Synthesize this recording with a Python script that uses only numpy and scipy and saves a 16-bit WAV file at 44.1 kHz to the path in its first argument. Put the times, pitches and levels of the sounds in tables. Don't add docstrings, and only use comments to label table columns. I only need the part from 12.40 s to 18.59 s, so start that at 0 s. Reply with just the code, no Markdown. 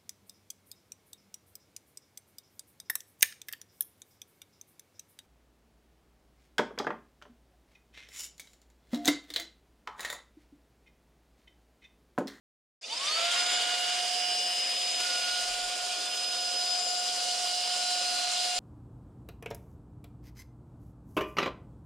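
import sys
import numpy as np
from scipy import signal
from scipy.fft import rfft, irfft, next_fast_len
from scipy.io import wavfile
from scipy.ndimage import uniform_filter1d

SR = 44100
rng = np.random.default_rng(int(sys.argv[2]) if len(sys.argv) > 2 else 0)


def put_to_file(sound):
    columns = np.atleast_2d(sound).T
    safe = np.clip(columns, -1, 1)
    whole_steps = np.round(safe * 32767)
    wavfile.write(sys.argv[1], SR, whole_steps.astype(np.int16))


N = 272979
TIME_S = np.arange(N) / SR
ON_S, ON_RISE_S = .411, .012
RUNNING_S = np.maximum(TIME_S - ON_S, 0)


def from_db(db):
    return np.exp(np.asarray(db) * np.log(10) / 20)


def unit_rms(x):
    return x / np.sqrt(np.mean(x ** 2) + 1e-20)


def levelled(x):
    return x / np.sqrt(uniform_filter1d(np.mean(x ** 2, axis=0), size=SR // 3) + 1e-20)


def curve(rows):
    return np.interp(TIME_S, *np.transpose(rows))


def at_hz(rows, hz):
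    freq_hz, values = np.transpose(rows)
    return np.interp(np.log(hz), np.log(freq_hz), values)


def swell(middle_s, length_s):
    return np.exp(-np.minimum((2 * (TIME_S - middle_s) / length_s) ** 4, 20))


def drift(rate_hz):
    hop, warm_up = 40, 2000
    pole = np.exp(-2 * np.pi * rate_hz * hop / SR)
    noise = rng.standard_normal(N // hop + warm_up + 2)
    slow = signal.lfilter([1], [1, -2 * pole, pole ** 2], noise)[warm_up:]
    return np.interp(np.arange(N) / hop, np.arange(len(slow)), unit_rms(slow))


def band(x, low_hz, high_hz, order=2):
    return signal.sosfilt(signal.butter(order, [low_hz, high_hz], "band", fs=SR, output="sos"), x)


def resonate(x, hz, width_hz):
    radius = np.exp(-np.pi * width_hz / SR)
    feedback = [1, -2 * radius * np.cos(2 * np.pi * hz / SR), radius ** 2]
    return signal.lfilter(np.array([1, 0, -1]) * (1 - radius ** 2) / 2, feedback, x)


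def lift(x, lift_db, hz, width_hz, amount=1):
    return x + (from_db(lift_db) - 1) * amount * resonate(x, hz, width_hz)


def tone(angle, level_db, flutter_db, jitter_rad, pan_db=0, lead_rad=0):
    left = from_db(pan_db) * np.ones(N)
    gains = np.array([left, np.ones(N)]) * np.sqrt(4 / (1 + left ** 2))
    angle = angle + rng.uniform(0, 2 * np.pi) + jitter_rad * drift(33)
    offset_rad = (lead_rad + .2 * drift(1)) / 2
    level = from_db(level_db + flutter_db * drift(20))
    return level * gains * np.sin([angle + offset_rad, angle - offset_rad])


# start_s, length_s, level_db
GRIP_SHIFTS = [(.61, .04, -84), (1.365, .03, -72), (1.59, .06, -75), (1.74, 0.14, -74), (2.6, .06, -75),
               (2.82, 0.47, -63), (3.42, 0.39, -73), (3.873, 0.33, -68), (5.69, .04, -72),
               (6.172, .05, -71)]


def handling(fade_db_per_s=400, rest_db=-101):
    mid, side = band(rng.standard_normal((2, N)), 30.7, 43.6)
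    level = from_db(rest_db)
    for start_s, length_s, level_db in GRIP_SHIFTS:
        outside_s = np.abs(TIME_S - np.clip(TIME_S, start_s, start_s + length_s))
        level = level + from_db(level_db - fade_db_per_s * outside_s)
    return level * unit_rms(mid + .27 * np.array([side, -side]))


def switch_ping(pitch_hz=5000, level_db=-50, rise_s=.0015, decay_s=.017):
    envelope = (1 - np.exp(-RUNNING_S / rise_s)) * np.exp(-RUNNING_S / decay_s)
    return from_db(level_db) * envelope * np.sin(2 * np.pi * pitch_hz * RUNNING_S)


def brush_hiss(level_db=-50, rise_s=.012, decay_s=.06):
    current = (1 - np.exp(-RUNNING_S / rise_s)) * np.exp(-RUNNING_S / decay_s)
    return from_db(level_db) * current * unit_rms(band(rng.standard_normal(N), 4700, 7400))


# pitch_hz, width_hz, gain_db
HOUSING_MODES = [(2580, 150, -2), (3130, 200, 0), (3630, 140, 0), (4660, 130, 1), (4860, 90, 1),
                 (5170, 130, -1), (5900, 350, -8)]


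def housing(x):
    return sum(from_db(gain_db) * resonate(resonate(x, hz, width_hz), hz, width_hz)
               for hz, width_hz, gain_db in HOUSING_MODES)


# start_s, strike_db
KNOCKS = [(2.603, -23), (2.6085, -27)]


def nozzle_knocks(decay_s=.0021, ring_db=7):
    blows = sum(from_db(strike_db) * (TIME_S >= start_s) * np.exp(-np.abs(TIME_S - start_s) / decay_s)
                for start_s, strike_db in KNOCKS)
    crack = band(blows * rng.standard_normal(N), 700, 6800)
    return crack + from_db(ring_db) * housing(crack)


def torque(speed_ratio, rise_s=.026, release_ratio=.88):
    building = np.clip(RUNNING_S / rise_s, 0, 1) ** 2
    return building * np.clip(20 * (release_ratio - speed_ratio), 0, 1)


# shaft_multiple, drive_db
STRAIN_ORDERS = [(13, -48), (14, -43.5), (16, -43)]


def run_up_chirps(angle, speed_ratio, leak_db=-11.5):
    shake = sum(tone(multiple * angle, drive_db, flutter_db=3, jitter_rad=.6, pan_db=-3)
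                for multiple, drive_db in STRAIN_ORDERS)
    shake *= torque(speed_ratio) * np.sqrt(speed_ratio)
    sparking = from_db(3 * drift(300) - .5)
    return (housing(shake) + from_db(leak_db) * shake) * sparking


# freq_hz, relative_db
AIR_SPECTRUM = [(60, -42), (110, -26.5), (150, -18), (280, -8), (450, -9), (740, -7), (830, -16),
                (950, -11), (2100, -7.5), (3200, -2.5), (5000, 0.5), (6100, 0), (8900, -0.5)]
TOP_SPECTRUM = [(10200, -11.5), (11200, -19.5), (14200, -23)]
# freq_hz, correlation
AIR_CORRELATION = [(100, 0.69), (300, 0.93), (700, 0.9), (1200, 0.26), (3000, 0.89), (5000, 0.58),
                   (8000, 0.77), (11000, 1)]


def turbulence():
    size = next_fast_len(N)
    hz = np.maximum(np.arange(size // 2 + 1) * SR / size, 1)
    colour = from_db(at_hz(AIR_SPECTRUM + TOP_SPECTRUM, hz))
    mid, side = rfft(rng.standard_normal((2, size))) * colour
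    alike = at_hz(AIR_CORRELATION, hz)
    spectrum = np.sqrt(1 + alike) * mid + np.sqrt(1 - alike) * np.array([side, -side])
    return irfft(spectrum, size)[:, :N]


# pitch_hz, width_hz, lift_db
CAVITIES = [(521, 85, 9.5), (681, 34, 9), (2460, 50, 2), (2630, 100, 0), (3104, 450, 9), (3500, 32, 0.5),
            (3800, 100, -1.5), (4550, 120, 1.5), (4710, 460, 8.5), (5200, 65, -0.5), (6850, 1300, 4)]
# middle_s, length_s, pitch_hz, width_hz, lift_db
RUSH_SWELLS = [(0.483, 0.15, 1640, 700, -14), (.6, .35, 3330, 180, -2), (.65, .5, 3860, 150, -2),
               (.75, .75, 4300, 170, 0), (.78, 0.14, 450, 250, 5.5), (1.2, 0.85, 2610, 260, -6),
               (1.5, 1.4, 1580, 90, 5), (1.253, 0.37, 6850, 90, 5.5), (2.0, 1.2, 3000, 70, 7.5),
               (2.4, 0.65, 3660, 110, 6), (2.95, .4, 6440, 60, 7), (3.5, 1.5, 430, 250, 2.2),
               (3.697, 0.82, 2000, 220, -3), (4.15, 0.3, 5530, 350, 3.5), (5.3, 2.7, 2300, 110, -6),
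               (4.9, .7, 5900, 130, 4.5), (5.2, 1.1, 4700, 120, -5), (5.3, 0.57, 3090, 110, 4.5),
               (5.75, 0.96, 440, 250, -5), (5.75, 0.83, 2650, 180, 2.5), (5.85, 0.31, 1150, 400, 2.5)]
# time_s, lift_db
CUP_LIFT = [(.45, 4), (.8, 5), (1.5, 3), (1.9, -4.5), (6.19, -3.5)]
HOLLOW_LIFT = [(.45, -3), (.7, -0.5), (2.5, 3), (3.3, -2), (5.0, -4.5), (6.19, -1)]
SIDE_VENT_LIFT = [(.4, 0), (2.5, 1), (3.9, 2.5), (5.2, 2.5), (5.5, 8), (6.19, 6)]


def cavities(rush):
    for hz, width_hz, lift_db in CAVITIES:
        rush = lift(rush, lift_db + .8 * drift(.8), hz, width_hz)
    for middle_s, length_s, hz, width_hz, lift_db in RUSH_SWELLS:
        rush = lift(rush, lift_db, hz, width_hz, amount=swell(middle_s, length_s))
    rush = lift(rush, curve(CUP_LIFT), hz=3640, width_hz=190)
    rush = lift(rush, curve(HOLLOW_LIFT), hz=2060, width_hz=1100)
    return unit_rms(lift(rush, curve(SIDE_VENT_LIFT), hz=4130, width_hz=340))


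# delay_s, gain_db
REFLECTIONS = [(.0015, -30.5), (.0023, -20.5), (.0046, -23.5), (.0073, -17.5), (0.0128, -15), (.019, -19.5)]


def reflect(rush):
    out, samples = rush.copy(), np.arange(N)
    for delay_s, gain_db in REFLECTIONS:
        sway_s = .00011 * drift(.25)
        for ear in range(2):
            lag = (delay_s + sway_s + rng.uniform(0, .0001)) * SR
            out[ear] += from_db(gain_db) * np.interp(samples - lag, samples, rush[ear])
    return out


# time_s, relative_db
EXHAUST_OPEN = [(0.92, -37.5), (1.4, -41.5), (1.95, -45), (2.52, -45), (2.62, -44), (2.9, -44),
                (3.2, -46.5), (3.7, -46.5), (4.6, -49), (4.82, -46), (5.0, -48), (5.7, -45.5),
                (6.15, -46.5)]
VENT_OPEN = [(0.88, -34.5), (1.4, -36), (1.95, -38.5), (2.56, -37.5), (2.65, -34), (3.03, -34.5),
             (3.15, -37.5), (3.75, -39), (4.2, -37), (4.62, -37), (4.82, -33.5), (5.02, -33.5),
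             (5.5, -34.5), (5.95, -33), (6.15, -33.5)]
# full_db, speed_power, exhaust_share, vent_share
AIR_BANDS = [(-51, 0.98, 0.12, 0.015), (-44.5, 2.55, 0.94, 0.022), (-39, 2.7, 0.75, 0.077),
             (-38.5, 1.6, 0.058, 0.9), (-39.5, 2.1, 0.04, 0.54), (-51, 3.5, .05, 0.33)]
AIR_EDGES_HZ = [60, 850, 2350, 3800, 5400, 10200, 18000]


def air_rush(speed_ratio, rise_s=.028, flicker_db=1):
    rush = reflect(cavities(turbulence()))
    speed_db = 20 * np.log10(speed_ratio)
    exhaust_db, vent_db = curve(EXHAUST_OPEN), curve(VENT_OPEN)
    exhaust_db -= exhaust_db[SR:].mean()
    vent_db -= vent_db[SR:].mean()
    out = 0
    for row, low_hz, high_hz in zip(AIR_BANDS, AIR_EDGES_HZ, AIR_EDGES_HZ[1:]):
        full_db, speed_power, exhaust_share, vent_share = row
        level_db = full_db + speed_power * speed_db + exhaust_share * exhaust_db + vent_share * vent_db
        noise = levelled(band(rush, low_hz, high_hz, order=4))
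        out += from_db(level_db + flicker_db * drift(13.6)) * noise
    building = 1 - np.exp(-RUNNING_S / rise_s)
    flutter, balance = from_db(.5 * drift(48)), from_db([[-.2], [.2]])
    return out * building * flutter * balance


# tone_name, middle_s, length_s, lift_db
FLARES = [("shaft", 0.844, .11, 4.3), ("second", .524, .052, 17.5), ("second", .624, .058, 12),
          ("second", .69, .07, 5.5), ("second", .77, .09, 2), ("sixth", .56, .07, 11),
          ("sixth", .68, .045, 21.5), ("blade", .447, .024, 14.5), ("blade", .513, .04, 22),
          ("blade", .585, .03, 13), ("blade", .745, .098, 17.5), ("blade", .86, .12, 6.5),
          ("eighth", .444, .02, 14), ("eighth", .522, .026, 19), ("eighth", .645, .035, 8),
          ("eighth", .681, .026, 16), ("eighth", .735, .07, 5), ("commutator", .447, .018, 16),
          ("commutator", .533, .022, 22.5), ("commutator", .572, .03, 19.5), ("commutator", .655, .032, 15),
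          ("commutator", .703, .045, 13), ("commutator", 0.8, .13, 10)]


def tone_db(beam_db, speed_ratio, power, flares=None, strain_db=-120):
    running = from_db(beam_db) * speed_ratio ** power
    strained = from_db(strain_db) * torque(speed_ratio)
    flare_db = sum(lift_db * swell(middle_s, length_s)
                   for name, middle_s, length_s, lift_db in FLARES if name == flares)
    surge, spark_rasp = drift(70), drift(300)
    unsteady_db = 3 * (1 - speed_ratio) * (surge + spark_rasp)
    return 20 * np.log10(np.hypot(running, strained)) + flare_db + unsteady_db


# shaft_multiple, level_db
FAINT_TONES = [(4.876, -55), (5, -62), (5.088, -60)]


def faint_tones(angle, speed_ratio):
    out = 0
    for multiple, level_db in FAINT_TONES:
        fading_db = 2.5 * drift(1.2) - .5
        out += tone(multiple * angle, level_db + fading_db, flutter_db=5.5, jitter_rad=.18,
                    pan_db=3 * drift(.59))
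    return speed_ratio ** 3 * out


# time_s, level_db
HUM_BEAM = [(.8, -54), (1.0, -45.5), (1.25, -55), (1.55, -46.5), (1.9, -47.5), (2.55, -47.5), (2.85, -58),
            (3.1, -52), (3.4, -57), (3.9, -48.5), (4.2, -55), (4.4, -59), (5.5, -50), (6.18, -50)]
WHISTLE_BEAM = [(1.1, -52), (1.25, -40.5), (1.5, -50), (1.7, -46), (2.05, -46), (2.4, -57), (3.7, -51),
                (4.4, -62), (4.8, -47), (4.95, -52), (5.1, -41), (5.3, -54), (5.52, -44.5), (5.63, -50),
                (5.8, -43.5), (6.0, -47), (6.18, -53)]
LOW_RING_BEAM = [(.8, -57), (1.6, -67), (5.25, -60), (5.52, -44), (5.9, -65), (6.18, -48)]
HIGH_RING_BEAM = [(.9, -60), (1.35, -49), (1.8, -63), (5.2, -55), (5.5, -48.5), (5.68, -51), (5.83, -38),
                  (6.0, -54), (6.18, -52)]


def bearings(angle, speed_ratio):
    hum_db = tone_db(curve(HUM_BEAM), speed_ratio, power=4.5)
    whistle_db = tone_db(curve(WHISTLE_BEAM), speed_ratio, power=2.1)
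    out = tone(3.876 * angle, hum_db, flutter_db=4, jitter_rad=.14, pan_db=15, lead_rad=.2)
    out += tone(6.754 * angle, whistle_db, flutter_db=2.2, jitter_rad=.25, pan_db=3 * drift(.6))
    for multiple, beam in ((5.536, LOW_RING_BEAM), (5.693, HIGH_RING_BEAM)):
        out += speed_ratio ** 3 * tone(multiple * angle, curve(beam), flutter_db=2.2, jitter_rad=.3)
    return out


# time_s, level_db
COMMUTATOR_BEAM = [(0.85, -54), (1.13, -44), (1.35, -56), (1.7, -53), (1.78, -53), (2.5, -49), (2.98, -65),
                   (3.15, -47), (3.73, -58), (4.48, -43), (5.25, -51), (5.5, -41.5), (5.68, -55),
                   (5.83, -53), (6.03, -49), (6.18, -42)]


def commutator(angle, speed_ratio, per_turn=10):
    level_db = tone_db(curve(COMMUTATOR_BEAM), speed_ratio, power=4.3, flares="commutator", strain_db=-60)
    return tone(per_turn * angle, level_db + .2, flutter_db=3, jitter_rad=.18, pan_db=-2, lead_rad=.1)


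# time_s, level_db
FIRST_BEAM = [(0.85, -37.5), (0.95, -40.5), (1.83, -37.5), (2.25, -45.5), (3.43, -40.5), (3.8, -45.5),
              (4.3, -39.5), (5.55, -38.5), (6.18, -38.5)]
SECOND_BEAM = [(0.85, -37.5), (.93, -42.5), (1.0, -40), (1.43, -44), (1.65, -53.5), (1.73, -67),
               (1.83, -53), (2.43, -71), (2.58, -52), (2.66, -41.5), (2.93, -41), (3.23, -46.5),
               (5.13, -50.5), (5.18, -58), (5.35, -46), (6.18, -49)]
THIRD_BEAM = [(.85, -49), (1.7, -55), (2.1, -70), (4.1, -70), (4.3, -61), (5.35, -54), (5.6, -56.5),
              (6.18, -53)]
FOURTH_BEAM = [(0.85, -44.5), (1.48, -36), (1.7, -43), (1.88, -38), (2.4, -44), (2.72, -42.5),
               (3.02, -43.5), (3.38, -70), (3.73, -49.5), (4.93, -44), (5.68, -45), (5.98, -52),
               (6.18, -44.5)]
SIXTH_BEAM = [(.7, -53), (1.0, -61), (6.19, -61)]
EIGHTH_BEAM = [(.8, -49), (.95, -63), (1.75, -47), (2.5, -62), (4.2, -54), (5.2, -52), (5.4, -61),
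               (5.55, -56), (5.85, -47), (6.18, -54)]


def shaft_hum(angle, speed_ratio):
    first_db = tone_db(curve(FIRST_BEAM), speed_ratio, power=9.7, flares="shaft") + .33
    second_db = tone_db(curve(SECOND_BEAM), speed_ratio, power=6, flares="second") - .3
    third_db = tone_db(curve(THIRD_BEAM), speed_ratio, power=4.9)
    fourth_db = tone_db(curve(FOURTH_BEAM), speed_ratio, power=4.7)
    sixth_db = tone_db(curve(SIXTH_BEAM), speed_ratio, power=3, flares="sixth")
    eighth_db = tone_db(curve(EIGHTH_BEAM), speed_ratio, power=3.5, flares="eighth", strain_db=-62) - .5
    return (tone(angle, first_db, flutter_db=1.13, jitter_rad=.05, pan_db=-7.5, lead_rad=-.15)
            + tone(2 * angle, second_db, flutter_db=2, jitter_rad=.24, pan_db=-2.5, lead_rad=.44)
            + tone(3 * angle, third_db, flutter_db=2, jitter_rad=.18)
            + tone(4 * angle, fourth_db, flutter_db=1, jitter_rad=.05, pan_db=-4, lead_rad=-.41)
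            + tone(6 * angle, sixth_db, flutter_db=1.5, jitter_rad=.15)
            + tone(8 * angle, eighth_db, flutter_db=1.8, jitter_rad=.15))


# time_s, level_db
BLADE_LEFT = [(.85, -42), (.91, -50), (.98, -37), (1.13, -37), (1.33, -46), (1.53, -36), (1.6, -46),
              (1.76, -50), (1.97, -32.5), (2.35, -33.5), (2.6, -36.5), (2.66, -43), (2.8, -38), (3.2, -45),
              (3.42, -56), (3.66, -42.5), (4.0, -36), (4.2, -37.5), (4.32, -29), (4.7, -35.5), (5.04, -44),
              (5.26, -41), (5.35, -36.5), (5.7, -39.5), (5.86, -51), (6.18, -40)]
BLADE_RIGHT = [(.85, -41), (.91, -47), (.98, -34), (1.15, -39), (1.28, -47), (1.5, -41), (1.72, -34),
               (2.57, -36), (2.62, -40), (2.7, -36), (3.0, -38), (3.14, -51), (3.23, -40), (3.4, -42),
               (3.7, -38), (3.88, -34), (4.25, -34), (4.47, -42), (4.56, -59), (4.68, -43), (4.83, -49),
               (4.95, -42), (5.37, -34), (5.425, -58), (5.47, -36), (5.72, -39), (5.85, -49), (6.03, -35),
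               (6.12, -55)]
# time_s, lead_rad
BLADE_LEAD = [(1.25, -1), (1.4, 4.5), (1.55, -0.5), (1.75, 0.8), (1.95, 0.5), (2.65, -1.3), (3.2, 0.5),
              (3.7, -0.5), (4.3, -.8), (5.2, 0.5), (5.4, 0.5), (5.45, 2), (5.8, -1.3), (6.15, -1)]


def fan_whine(angle, speed_ratio, blades=7):
    left_db, right_db = curve(BLADE_LEFT), curve(BLADE_RIGHT)
    beam_db = 10 * np.log10((from_db(left_db) ** 2 + from_db(right_db) ** 2) / 2)
    level_db = tone_db(beam_db, speed_ratio, power=7.7, flares="blade", strain_db=-62)
    return tone(blades * angle, level_db, flutter_db=1.25, jitter_rad=.18,
                pan_db=left_db - right_db, lead_rad=curve(BLADE_LEAD))


# time_s, speed_hz
FULL_SPEED = [(1.1, 718.4), (2, 720.1), (2.9, 721.1), (4.2, 720.2), (5.3, 721.1)]


def motor_speed_hz(start_gap_hz=414.4, decay_s=.2687, close_s=.4367, close_power=2.83):
    gap_hz = start_gap_hz * np.exp(-RUNNING_S / decay_s - (RUNNING_S / close_s) ** close_power)
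    return curve(FULL_SPEED) - gap_hz


def scene():
    speed_hz = motor_speed_hz()
    angle = 2 * np.pi * np.cumsum(speed_hz + .2 * drift(6)) / SR
    speed_ratio = speed_hz / speed_hz.max()
    motor = sum(source(angle, speed_ratio)
                for source in (run_up_chirps, faint_tones, bearings, commutator, shaft_hum, fan_whine))
    switched_on = np.clip(RUNNING_S / ON_RISE_S, 0, 1)
    transients = switch_ping() + brush_hiss() + nozzle_knocks()
    return transients + air_rush(speed_ratio) + switched_on * (handling() + motor)


def record(dry):
    return signal.sosfilt(signal.ellip(10, .2, 90, 14200, fs=SR, output="sos"), dry)


dry = scene()
out = record(dry)
put_to_file(out)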